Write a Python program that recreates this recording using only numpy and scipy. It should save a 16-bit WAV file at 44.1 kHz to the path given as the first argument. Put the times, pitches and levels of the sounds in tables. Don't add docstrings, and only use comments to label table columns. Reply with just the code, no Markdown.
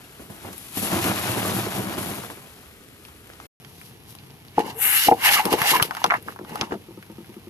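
import sys
import numpy as np
from scipy import signal
from scipy.fft import rfft, irfft
from scipy.io import wavfile
from scipy.ndimage import uniform_filter1d

SR = 44100
rng = np.random.default_rng(int(sys.argv[2]) if len(sys.argv) > 2 else 0)


def put_to_file(sound):
    columns = np.atleast_2d(sound).T
    safe = np.clip(columns, -1, 1)
    whole_steps = np.round(safe * 32767)
    wavfile.write(sys.argv[1], SR, whole_steps.astype(np.int16))


def invert_db(level):
    return 10 ** (np.asarray(level, dtype=float) / 20)


N = 330511
T = np.arange(N) / SR
PAUSE_START_S, PAUSE_END_S = 3.467, 3.6
RUN_UP_MS = 1.0

# (f/Hz, level/dB, t60/s)
WALL_MODES = [(338, -4, 0.034), (465, -8, 0.063), (789, -4.5, 0.069), (863.5, 5.5, 0.057), (969, -2, 0.045),
              (1500, -22, 0.045)]
# (f/Hz, level/dB)
LANE_SPECTRUM = [(15, -61), (25, -59), (51, -12.5), (113, -1), (257, -10.5), (318, -14), (460, -12.5),
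                 (525, -23.5), (781, -18.5), (1400, -26.5), (2710, -26), (3930, -29.5), (5900, -32),
                 (8000, -38), (11000, -30), (14000, -32.5)]


def level(x, db=0):
    return x * invert_db(db) / np.sqrt(np.mean(x ** 2))


def peak(y, db):
    return y * invert_db(db) / np.abs(np.atleast_2d(y)[0]).max()


def add(out, s, y):
    i = int(s * SR)
    out[..., i:i + y.shape[-1]] += y[..., :max(N - i, 0)]


def colour(x, points):
    hz, db = np.transpose(points)
    grid_hz = np.fft.rfftfreq(4096, 1 / SR)
    log_gain = np.interp(np.log(grid_hz + 1), np.log(hz), db) * np.log(10) / 20
    cepstrum = irfft(log_gain)
    cepstrum[1:2048] *= 2
    cepstrum[2049:] = 0
    impulse = irfft(np.exp(rfft(cepstrum)))
    return signal.oaconvolve(np.atleast_2d(x), impulse[None], axes=1)[:, :N]


def band(x, lo_hz, hi_hz, order=2):
    return signal.sosfilt(signal.butter(order, [lo_hz, hi_hz], "band", fs=SR, output="sos"), x)


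def curves(rows):
    s, *columns = np.transpose(rows)
    return (T >= s[0]) & (T <= s[-1]), [np.interp(T, s, c) for c in columns]


def swells(s, length_s, db, rise, fall, growth=0):
    coarse = T[::32]
    since = coarse - np.asarray(s)[:, None]
    hold = length_s[:, None]
    shape_db = rise * np.minimum(since, 0) + growth * np.clip(since, 0, hold) - fall * np.maximum(since - hold, 0)
    power = np.sum(invert_db(np.asarray(db)[:, None] + shape_db) ** 2, axis=0)
    return np.interp(T, coarse, np.sqrt(power))


def walk(rate):
    k = int(SR / rate)
    return uniform_filter1d(np.repeat(rng.standard_normal(N // k + 1), k), k)[:N]


def grains(per_s, spread_db, bed):
    hit, size, noise = rng.random(N), rng.exponential(size=N), rng.standard_normal((4, N))
    size = (hit < per_s / SR) * invert_db(spread_db * np.minimum(size, 3))
    return level(size * np.sign(noise[:2])) + bed * noise[2:]


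def patchy(x, depth_db, rate):
    edges = np.geomspace(700, 15000, 36)
    return x + sum(band(x, lo, hi) * (invert_db(depth_db * walk(rate)) - 1) for lo, hi in zip(edges, edges[1:]))


def bent(x, share, rate):
    bend = share * walk(rate)
    place = np.arange(N) + np.cumsum(bend - uniform_filter1d(bend, SR // 2))
    return np.array([np.interp(place, np.arange(N), row) for row in x])


def ring(modes, push_ms, phase):
    t = np.arange(SR // 5) / SR
    y = np.zeros(len(t))
    for (hz, db, t60), p in zip(modes, phase):
        y += invert_db(db) * np.sin(2 * np.pi * hz * t + p) * np.exp(-np.log(1000) * t / t60)
    y = y * (1 - np.exp(-(t / (push_ms / 1000)) ** 2))
    return y / np.abs(y).max()


def burst(noise, click_ms, t60_ms, tail_db=-4):
    ms = 1000 * np.arange(noise.shape[-1]) / SR - RUN_UP_MS
    onset = 9.7 * (np.arange(len(ms)) == np.argmax(ms >= 0)) * np.array([[1], [0]])
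    after = np.exp(-ms / click_ms) + invert_db(tail_db) * np.exp(-np.log(1000) * ms / t60_ms)
    return onset + noise * np.where(ms < 0, (1 + ms / RUN_UP_MS) ** 2, after)


def crushed_biscuits():
    # (f/Hz, level/dB)
    crumb_spectrum = [(29, -34), (50, -23), (108, 3.5), (160, -3), (192, 5.5), (248, -5), (338, -0.5),
                      (516, -13), (623, -7.5), (847, -10.5), (5080, -22.5), (8330, -21), (11100, -16),
                      (14000, -21)]
    # (t/s, crackle level/dB, fine dust re crackle/dB)
    grind_curve = [(0, -53, -2), (0.3, -57.5, 2), (0.48, -47.5, -0.5), (0.56, -58, 12.5),
                   (0.72, -52.5, 9.5), (0.765, -44, 9.5), (0.79, -48, 10), (0.9, -32.5, -1.5),
                   (1.24, -32.5, -0.5), (1.55, -34, -11.5), (1.75, -37.5, 2), (2.2, -42, -6.5),
                   (2.3, -45.5, -0.5), (2.45, -54, 1.5), (2.7, -57, -3), (2.95, -62, -11), (3.07, -58, 5),
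                   (3.2, -61, -15), (3.46, -51, -4)]
    # (t/s, length/s, dull crush level/dB, dust level/dB)
    cave_ins = [(0.204, 0.018, -44.5, -50.5), (0.3, 0.024, -40.5, -47.5), (0.428, .03, -43, -60),
                (0.448, 0.025, -38, -64), (0.772, 0.015, -32, -28.5), (0.822, 0.025, -32.5, -29.5),
                (0.917, 0.045, -24.5, -37.5), (1.049, 0.037, -26.5, -36.5), (1.18, .01, -48, -41),
                (1.294, 0.014, -28, -30), (1.373, 0.081, -27.5, -35.5), (1.533, 0.052, -26.5, -32.5),
                (1.442, 0.11, -36, -35.5), (1.747, 0.2, -30.5, -63), (1.98, 0.089, -33, -36.5),
                (2.085, 0.028, -35.5, -39), (2.146, 0.049, -44, -39.5), (2.337, .02, -61, -63)]
    heavy_db, lumps_db, lump_growth = -30, -28.5, 1.2
    rise_db_per_s, fall_db_per_s = 2198, 136.5

    on, (grind_db, fine_db) = curves(grind_curve)
    s, length_s, dull_db, dust_db = np.transpose(cave_ins)
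    cave_dull = swells(s, length_s, dull_db, rise_db_per_s, fall_db_per_s)
    cave_dust = swells(s, length_s, dust_db, rise_db_per_s, fall_db_per_s)
    clump = walk(45.08)

    lumps = colour(grains(250, 3.1, 0.86), crumb_spectrum)
    crush = level(band(lumps, 40, 1400)) * invert_db(0.72 * clump)
    sizes_hz = np.geomspace(400, 8000, 5)
    pieces = sum(band(grains(500, 3.5, .7), lo, hi) for lo, hi in zip(sizes_hz, sizes_hz[1:]))
    fractures = patchy(colour(pieces, crumb_spectrum), 2.5, 30) * np.array([[1], [.75]])
    crackle = level(band(fractures, 534, 6400)) * invert_db(1.6 * clump + 0.5 * walk(100))
    powder = colour(grains(4400, 1.0, 1.0), crumb_spectrum)
    dust = level(band(powder, 2600, 22040)) * invert_db(1.1 * clump + 1.2 * walk(120))

    crush_gain = np.hypot(invert_db(lump_growth * (grind_db - heavy_db) + lumps_db), cave_dull)
    dust_gain = np.hypot(invert_db(grind_db + fine_db), cave_dust)
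    return on * (crush_gain * crush + invert_db(grind_db) * crackle + dust_gain * dust)


def biscuit_snaps():
    # (t/s, peak level/dB, thud re peak/dB, tick re peak/dB)
    snap_list = [(0.194, -38.5, 5, -5), (0.3, -39.5, 7, -16), (0.449, -36, 4, -20), (0.481, -34, 3.5, -13),
                 (0.529, -31.5, -24, 6), (0.77, -27, 5.5, -6), (0.826, -28.5, 4, -3.5), (0.85, -29, 4, -14),
                 (0.906, -29.5, 3.5, -17.5), (0.932, -23.5, -3, -22), (0.966, -27, 0, -24),
                 (0.993, -36, -16, -10), (1.0411, -24.5, -12, 15.5), (1.046, -31.5, 9, -18),
                 (1.086, -32, 4, -18.5), (1.108, -22, -14, -10), (1.115, -13.5, -18, -12),
                 (1.291, -21, -3, -7.5), (1.363, -23.5, 3, -11), (1.451, -18, -9, -17),
                 (1.485, -22, -3, -10.5), (1.533, -34, -20, -9), (1.571, -28, -8, -10),
                 (1.664, -26.5, 7, -20.5), (1.794, -34, 12, -20), (1.835, -29, 3, -15),
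                 (1.861, -49, 7, -15), (1.924, -33, 1, -17), (1.978, -29.5, 9.5, -19),
                 (2.028, -23.5, -4, -15), (2.096, -29.5, 1.5, -17), (2.18, -27, 0, -6.5),
                 (2.237, -25, -10, -17), (2.3, -25.5, -3, -13.5), (2.372, -37.5, 0, -17),
                 (2.439, -44, 3, -13)]
    out, noise = np.zeros((2, N)), rng.standard_normal((len(snap_list), 3, 2, 4000))
    for (s, db, thud_db, tick_db), (a, b, c) in zip(snap_list, noise):
        add(out, s, peak(band(burst(a, 1.4, 60), 300, 1200), db))
        add(out, s, peak(band(burst(b, 20.0, 140), 90, 540), db + thud_db))
        add(out, s, peak(band(burst(c, 5.0, 40), 2500, 19000), db + tick_db))
    return out


def buckles():
    # (t/s, upper ring level/dB, main ring f/Hz, low rings re upper/dB, ring length as a share)
    pops = [(4.576, -19, 996, 1, 1), (4.58, -2.5, 838, -6.5, 0.38), (4.6, -15, 830, 1, 0.64),
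            (4.618, -26, 840, -3, 0.65), (5.069, -37, 810, 16, 0.42), (5.0842, 0.5, 804, -9, 0.49),
            (5.1123, -2, 773, -10.5, 1), (5.121, -10.5, 842, 6, 1), (5.257, -15.5, 960, -30, 0.38),
            (5.362, -15.5, 1203, -32, 1), (5.382, -17, 1117, -25, 0.96), (5.394, -9.5, 851, -46, 1),
            (5.521, -25, 624, 13, 1), (5.537, -14, 820, 7.5, 0.38), (5.55, -29, 633, 13, 0.94),
            (5.736, -10.5, 1050, -14, 0.81), (5.753, -8.5, 984, -14, 0.38), (5.76, -18, 972, -32, 0.86),
            (5.776, -26, 872, -2, 0.74), (6.017, -21.5, 940, -31, 0.089), (6.043, -7.5, 850, -13, 0.23),
            (6.054, -15, 1004, -10, 0.26), (6.611, -21.5, 803, -3, 0.62), (6.72, -21, 746, 0, 0.081),
            (6.739, -28.5, 680, -25, 0.98)]
    out, chance = np.zeros(N), rng.random((len(pops), len(WALL_MODES)))
    main_hz = WALL_MODES[3][0]
    for (s, db, hz, low_db, share), c in zip(pops, chance):
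        upper = [(f * hz / main_hz, g, t60 * max(share, .1)) for f, g, t60 in WALL_MODES[2:]]
        add(out, s, invert_db(db) * ring(upper, 3.2, 2.17 * c[2:]))
        add(out, s, invert_db(db + low_db) * ring(WALL_MODES[:2], 1.0, 3.9 * c[:2]))
    return out


def cracks():
    # (t/s, peak level/dB, dull ring f/Hz, click re peak/dB, fizz re peak/dB)
    crack_list = [(0.579, -43, 2100, 2, 19), (3.05, -41, 2280, 6, -11), (3.083, -43, 1100, 3, -20),
                  (3.2985, -38.5, 487, -8, -22), (3.2995, -36, 1690, -12, -22), (3.334, -41, 1170, 4, -20),
                  (3.3995, -31.5, 1090, -5, -22), (3.647, -35.5, 1440, -0.5, -17),
                  (3.8132, -32.5, 1840, -17, -10), (4.15, -37.5, 930, 2, -1),
                  (4.186, -37.5, 3730, -10, -22), (4.3043, -39, 3900, -13, -20),
                  (4.4814, -39, 3780, -13, -20), (4.5921, -21, 1030, -3, -9), (4.665, -35, 1240, -5, 2),
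                  (4.698, -40.5, 950, 14, 4), (5.289, -1.5, 2270, -26, -26), (5.453, -22, 1120, 9.5, 7),
                  (5.5264, -11.5, 960, -1.5, -3), (5.6162, -6.5, 1690, -7, -8),
                  (5.7974, -9, 1330, -13, -32), (5.8205, -26, 1020, -1, 6), (5.8243, -13, 1020, 9, 7),
                  (5.83, -22.5, 1900, 4, 6), (5.9082, -15, 1160, -10.5, -21), (5.9492, -23.5, 1160, 0, -9),
                  (5.9672, -23, 1250, -1, -7), (6.0405, -9, 1020, 5.5, -9), (6.0618, -27, 1230, 5, -5),
                  (6.1, -14, 1500, -22, -42), (6.105, -9, 1620, -16, -39), (6.1107, -14, 1080, -33, -40),
                  (6.1193, -5, 1120, -28, -42), (6.1349, -13.5, 969, -22, -26),
                  (6.1391, -8.5, 1450, -32, -25), (6.149, -13.5, 1150, -32, -34),
                  (6.161, -31, 1620, -22, -24), (6.2247, -47.5, 1890, 4, 15.5), (6.277, -31, 885, -10, -11),
                  (6.2831, -18, 1170, -29, -31), (6.322, -33, 1230, -18, -14),
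                  (6.36, -31.5, 1150, -18, -13), (6.3888, -28.5, 1120, -13, -30),
                  (6.4475, -31, 1100, -7, -18), (6.492, -37, 1200, -15, 0), (6.5555, -21, 1110, -5, -9.5),
                  (6.709, -31, 1110, -14, -25), (6.72, -24.5, 1270, -23, -28), (6.303, -35, 1500, -15, -16),
                  (6.618, -20, 1130, -17, -30), (6.63, -22, 1030, -15, -30), (6.74, -31, 1280, -21, -24),
                  (6.6107, -17.5, 1010, 11.5, -14), (6.622, -39, 1500, 2, -10), (6.638, -42, 1500, 2, -12),
                  (7.0256, -35, 1990, -3, -7), (7.244, -39, 1900, -7, -10), (7.34, -39, 2100, -11, -10)]
    # (f/Hz, level/dB, t60/s)
    edge_modes = [(2600, -4, .012), (3450, 0, .018), (5000, -4, .014), (6050, -2, .012)]
    pan_db = 2
    pan = np.tanh(pan_db * np.log(10) / 40)
    out, noise = np.zeros((2, N)), rng.standard_normal((len(crack_list), 3, 2, 4000))
    chance = rng.standard_normal((len(crack_list), len(edge_modes), 2))
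    for (s, db, hz, click_db, fizz_db), (a, b, c), odd in zip(crack_list, noise, chance):
        dull = peak(band(burst(a, 0.71, 71), hz / 1.58, hz * 1.35, order=3), db)
        click = peak(band(burst(b, 0.84, 41, -6.0), 2070, 5570, order=3), db + click_db)
        fizz = peak(band(burst(c, 2.5, 42), 9600, 12300), db + fizz_db)
        mid, side = dull + click + fizz
        add(out, s, np.array([mid, 1.5 * side + pan * mid]))
        edge = [(f * (1 + .05 * u), g + 3 * v, t60) for (f, g, t60), (u, v) in zip(edge_modes, odd)]
        add(out[0], s + RUN_UP_MS / 1000, invert_db(db + click_db - 7.5) * ring(edge, 0.5, np.zeros(4)))
    return out


def creak():
    # (t/s, creak level/dB)
    creak_curve = [(4.57, -49), (4.68, -36), (4.76, -48), (4.86, -37), (5.0, -41), (5.1, -44), (5.2, -40.5),
                   (5.25, -29.5), (5.36, -29), (5.43, -35.5), (5.47, -26), (5.57, -31.5), (5.6, -26.5),
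                   (5.79, -28), (5.85, -44.5), (6.09, -41), (6.105, -58), (6.15, -34.5), (6.19, -60),
                   (6.23, -77), (6.45, -55), (6.54, -41), (6.6, -40.5), (6.65, -40.5), (6.78, -62),
                   (6.83, -87)]
    # (t/s, length/s, level/dB)
    groan_list = [(4.586, 0.01, -26), (5.078, 0.052, -30.5), (5.461, 0.092, -25.5), (5.788, 0.0096, -29),
                  (6.053, 0.064, -35), (5.711, 0.038, -35), (6.268, 0.014, -40), (6.389, 0.049, -42),
                  (6.51, 0.088, -41.5), (6.599, 0.024, -33.5), (6.701, 0.015, -35)]
    rise_db_per_s, fall_db_per_s, groan_bed_db = 1204, 170, -13.5

    on, (creak_db,) = curves(creak_curve)
    wall = ring(WALL_MODES[2:], 0.23, np.zeros(4))
    rattle = signal.oaconvolve(grains(200, 4.0, 0.91), wall[None], axes=1)[:, :N]
    rattle = bent(rattle, .07, 25)
    groan = band(grains(350, 10.2, 0.61), 155, 490, order=3)
    shifts = swells(*np.transpose(groan_list), rise_db_per_s, fall_db_per_s)
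    load = np.hypot(shifts, on * invert_db(creak_db + groan_bed_db))
    return on * invert_db(creak_db) * level(rattle) + load * level(groan)


def air_jet():
    # (f/Hz, level/dB)
    jet_spectrum = [(590, -34.5), (1000, 6), (1400, 10), (1750, 15.5), (1950, 13.5), (2200, 16), (2450, 8),
                    (2850, 15.5), (3150, 3), (3560, -0.5), (5000, 0), (7630, -7), (9400, -4.5), (10700, -1),
                    (11700, -4.5), (13000, 3), (14000, -7.5)]
    # (t/s, length/s, jet level/dB, body re jet/dB, middle re jet/dB)
    squirts = [(4.601, 0.0046, -49, 12.5, 9.5), (4.661, 0.048, -50.5, 4, 5.5),
               (4.827, 0.15, -19.5, -9, -15), (4.962, 0.11, -23, -7.5, -4), (5.251, 0.031, -21.5, 3, -1.5),
               (5.322, 0.026, -22, -1.5, 0.5), (5.363, 0.036, -33, 8.5, 2), (5.449, 0.026, -38.5, -1, -2.5),
               (5.531, .005, -32.5, 3, 4.5), (5.591, 0.072, -34, 2, -0.5), (5.677, 0.04, -22.5, -1.5, 0),
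               (5.748, 0.022, -29.5, 4.5, -1.5), (5.83, 0.025, -37, -4, 0), (5.94, 0.13, -50.5, 3, 1),
               (6.077, 0.095, -54, 8, 3), (6.267, 0.057, -54, -1, 0), (6.49, 0.16, -54, 5.5, 1.5),
               (6.726, 0.011, -65.5, 10, 15)]
    rise_db_per_s, fall_db_per_s = 404, 604
    leak_db, leak_fall_db_per_s = -16.5, 108
    opening_db_per_s = 27.5
    s, length_s, jet_db, body_db, middle_db = np.transpose(squirts)

    def flow(db, growth):
        squirt = swells(s, length_s, db, rise_db_per_s, fall_db_per_s, growth)
        leak = swells(s, length_s, db + leak_db, rise_db_per_s, leak_fall_db_per_s, growth)
        return np.hypot(squirt, leak)

    air = patchy(bent(colour(grains(4000, 2.5, 1.1), jet_spectrum), .02, 10), 1.8, 30)
    sputter = walk(250)
    top = level(band(air, 9700, 22040, order=3)) * invert_db(1.0 * walk(40) + 0.98 * sputter)
    body = level(band(air, 1050, 3510, order=3)) * invert_db(1.0 * walk(280) + 0.28 * sputter + 0.95 * walk(90))
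    middle = level(band(air, 3370, 7800, order=3)) * invert_db(1.7 * sputter)
    return (flow(jet_db, -18.0) * top + flow(jet_db + body_db, opening_db_per_s) * body
            + flow(jet_db + middle_db, opening_db_per_s) * middle)


def squeak():
    # (t/s, length/s, peak level/dB, start f/Hz, end f/Hz)
    squeak_list = [(4.75, .045, -35, 430, 470)]
    out = np.zeros(N)
    for s, length_s, db, from_hz, to_hz in squeak_list:
        u = np.linspace(0, 1, int(length_s * SR))
        envelope = np.sqrt(np.abs(np.sin(np.pi * u)))
        phase = 2 * np.pi * np.cumsum(from_hz + (to_hz - from_hz) * u) / SR
        add(out, s, invert_db(db) * envelope * np.sin(phase))
    return out


def puffs():
    # (t/s, peak level/dB, swing period/ms)
    puff_list = [(5.089, -57, 8.5), (5.287, -37, 9.4), (5.615, -24.5, 6.6), (5.818, -20.5, 8.5),
                 (6.039, -37, 14), (6.615, -27, 8.9), (6.723, -34, 11)]
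    out = np.zeros(N)
    for s, db, ms in puff_list:
        u = np.arange(SR // 5) / SR / (ms / 1000)
        add(out, s, peak(np.sin(2 * np.pi * u) * u * np.exp(-2.5 * u), db))
    return out


def knocks():
    # (t/s, peak level/dB)
    knock_list = [(6.274, -40), (6.405, -30.5), (6.516, -28), (6.625, -22.5), (6.724, -18.5), (6.753, -28),
                  (6.882, -30.5), (6.971, -28.5), (7.095, -30), (7.179, -28.5), (7.289, -31.5),
                  (7.362, -28), (7.467, -30.5)]
    # (f/Hz, level/dB, t60/s)
    hollow_modes = [(205, -10, 0.08), (345.3, -2.5, 0.056), (503, -13.5, 0.035), (915, -21.5, 0.06),
                    (1254, -8, 0.019)]
    second_s, second_db = .021, -7
    out, chance = np.zeros(N), rng.standard_normal((len(knock_list), 2 + len(hollow_modes)))
    for (s, db), c in zip(knock_list, chance):
        modes = [(hz * (1 + .02 * v), g + 2.5 * v, t60) for (hz, g, t60), v in zip(hollow_modes, c[2:])]
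        body = ring(modes, 7.1, np.zeros(5))
        add(out, s, invert_db(db) * body)
        add(out, s + second_s * (1 + .15 * c[0]), invert_db(db + second_db + 4 * c[1]) * body)
    return out


def tyre_on_grit():
    # (t/s, level/dB)
    rustle_curve = [(3.6, -85), (3.64, -60), (3.87, -50), (4.002, -77), (4.108, -46), (4.262, -94),
                    (4.56, -68)]
    rolling, (grit_db,) = curves(rustle_curve)
    grit = colour(grains(2800, 4.5, 0.75), LANE_SPECTRUM)
    return rolling * invert_db(grit_db) * level(band(grit, 3800, 18000))


def outdoors(points, db, swell_db):
    return level(colour(grains(120, 2.2, 2.0), points), db) * invert_db(swell_db * walk(9.1))


def background():
    # (f/Hz, level/dB)
    yard_spectrum = [(15, -23), (25, -10.5), (74, 5), (231, -2), (271, -1), (344, -4), (414, -2),
                     (966, -27.5), (1130, -13), (6500, -23), (11000, -19.5), (14000, -21)]
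    yard = outdoors(yard_spectrum, -48, 0.15)
    lane = outdoors(LANE_SPECTRUM, -46.5, 0.33)
    return np.where(T < PAUSE_START_S, yard, lane)


def widen(mid, side):
    # (f/Hz, gain/dB)
    width_curve = [(30, 3), (70, -17.5), (300, -9), (700, -5.5), (1400, -3), (3000, 1.5), (7000, -3),
                   (14000, -3.5)]
    nearer = np.where(T < PAUSE_START_S, 1, -1)
    lead = .4 * nearer * (np.roll(mid, -4) - np.roll(mid, 4))
    side = colour(side, width_curve)[0] + band(lead, 337, 5000)
    return np.array([mid + side, mid - side])


def scene():
    crushing = crushed_biscuits() + biscuit_snaps()
    mid, side = crushing + cracks() + creak() + air_jet() + tyre_on_grit() + background()
    body, wind = buckles() + knocks() + squeak(), puffs()
    side = side + 0.2 * np.roll(body, 22) + wind
    sounding = (T < PAUSE_START_S) | (T > PAUSE_END_S)
    return widen(mid + body + wind, side) * sounding


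def top_cut(x):
    return signal.sosfilt(signal.butter(12, 15300, fs=SR, output="sos"), x)


def record(dry):
    # (f/Hz, gain/dB)
    port_curve = [(60, 0.5), (400, 0), (1300, 1), (4300, 0.5), (8000, -2.5), (11000, 15), (14000, 3.5)]
    top_hz = 13900
    hz, db = np.transpose(port_curve)
    left = colour(dry[0], np.transpose([hz, db / 2]))
    right = colour(dry[1], np.transpose([hz, -db / 2]))
    ports = band(np.vstack([left, right]), 39, 22040, order=1)
    ports = 0.85 * np.tanh(ports / 0.95)
    mix = signal.sosfilt(signal.ellip(8, .3, 42, top_hz, fs=SR, output="sos"), ports)
    return top_cut(mix)


dry = scene()
out = record(dry)
put_to_file(out)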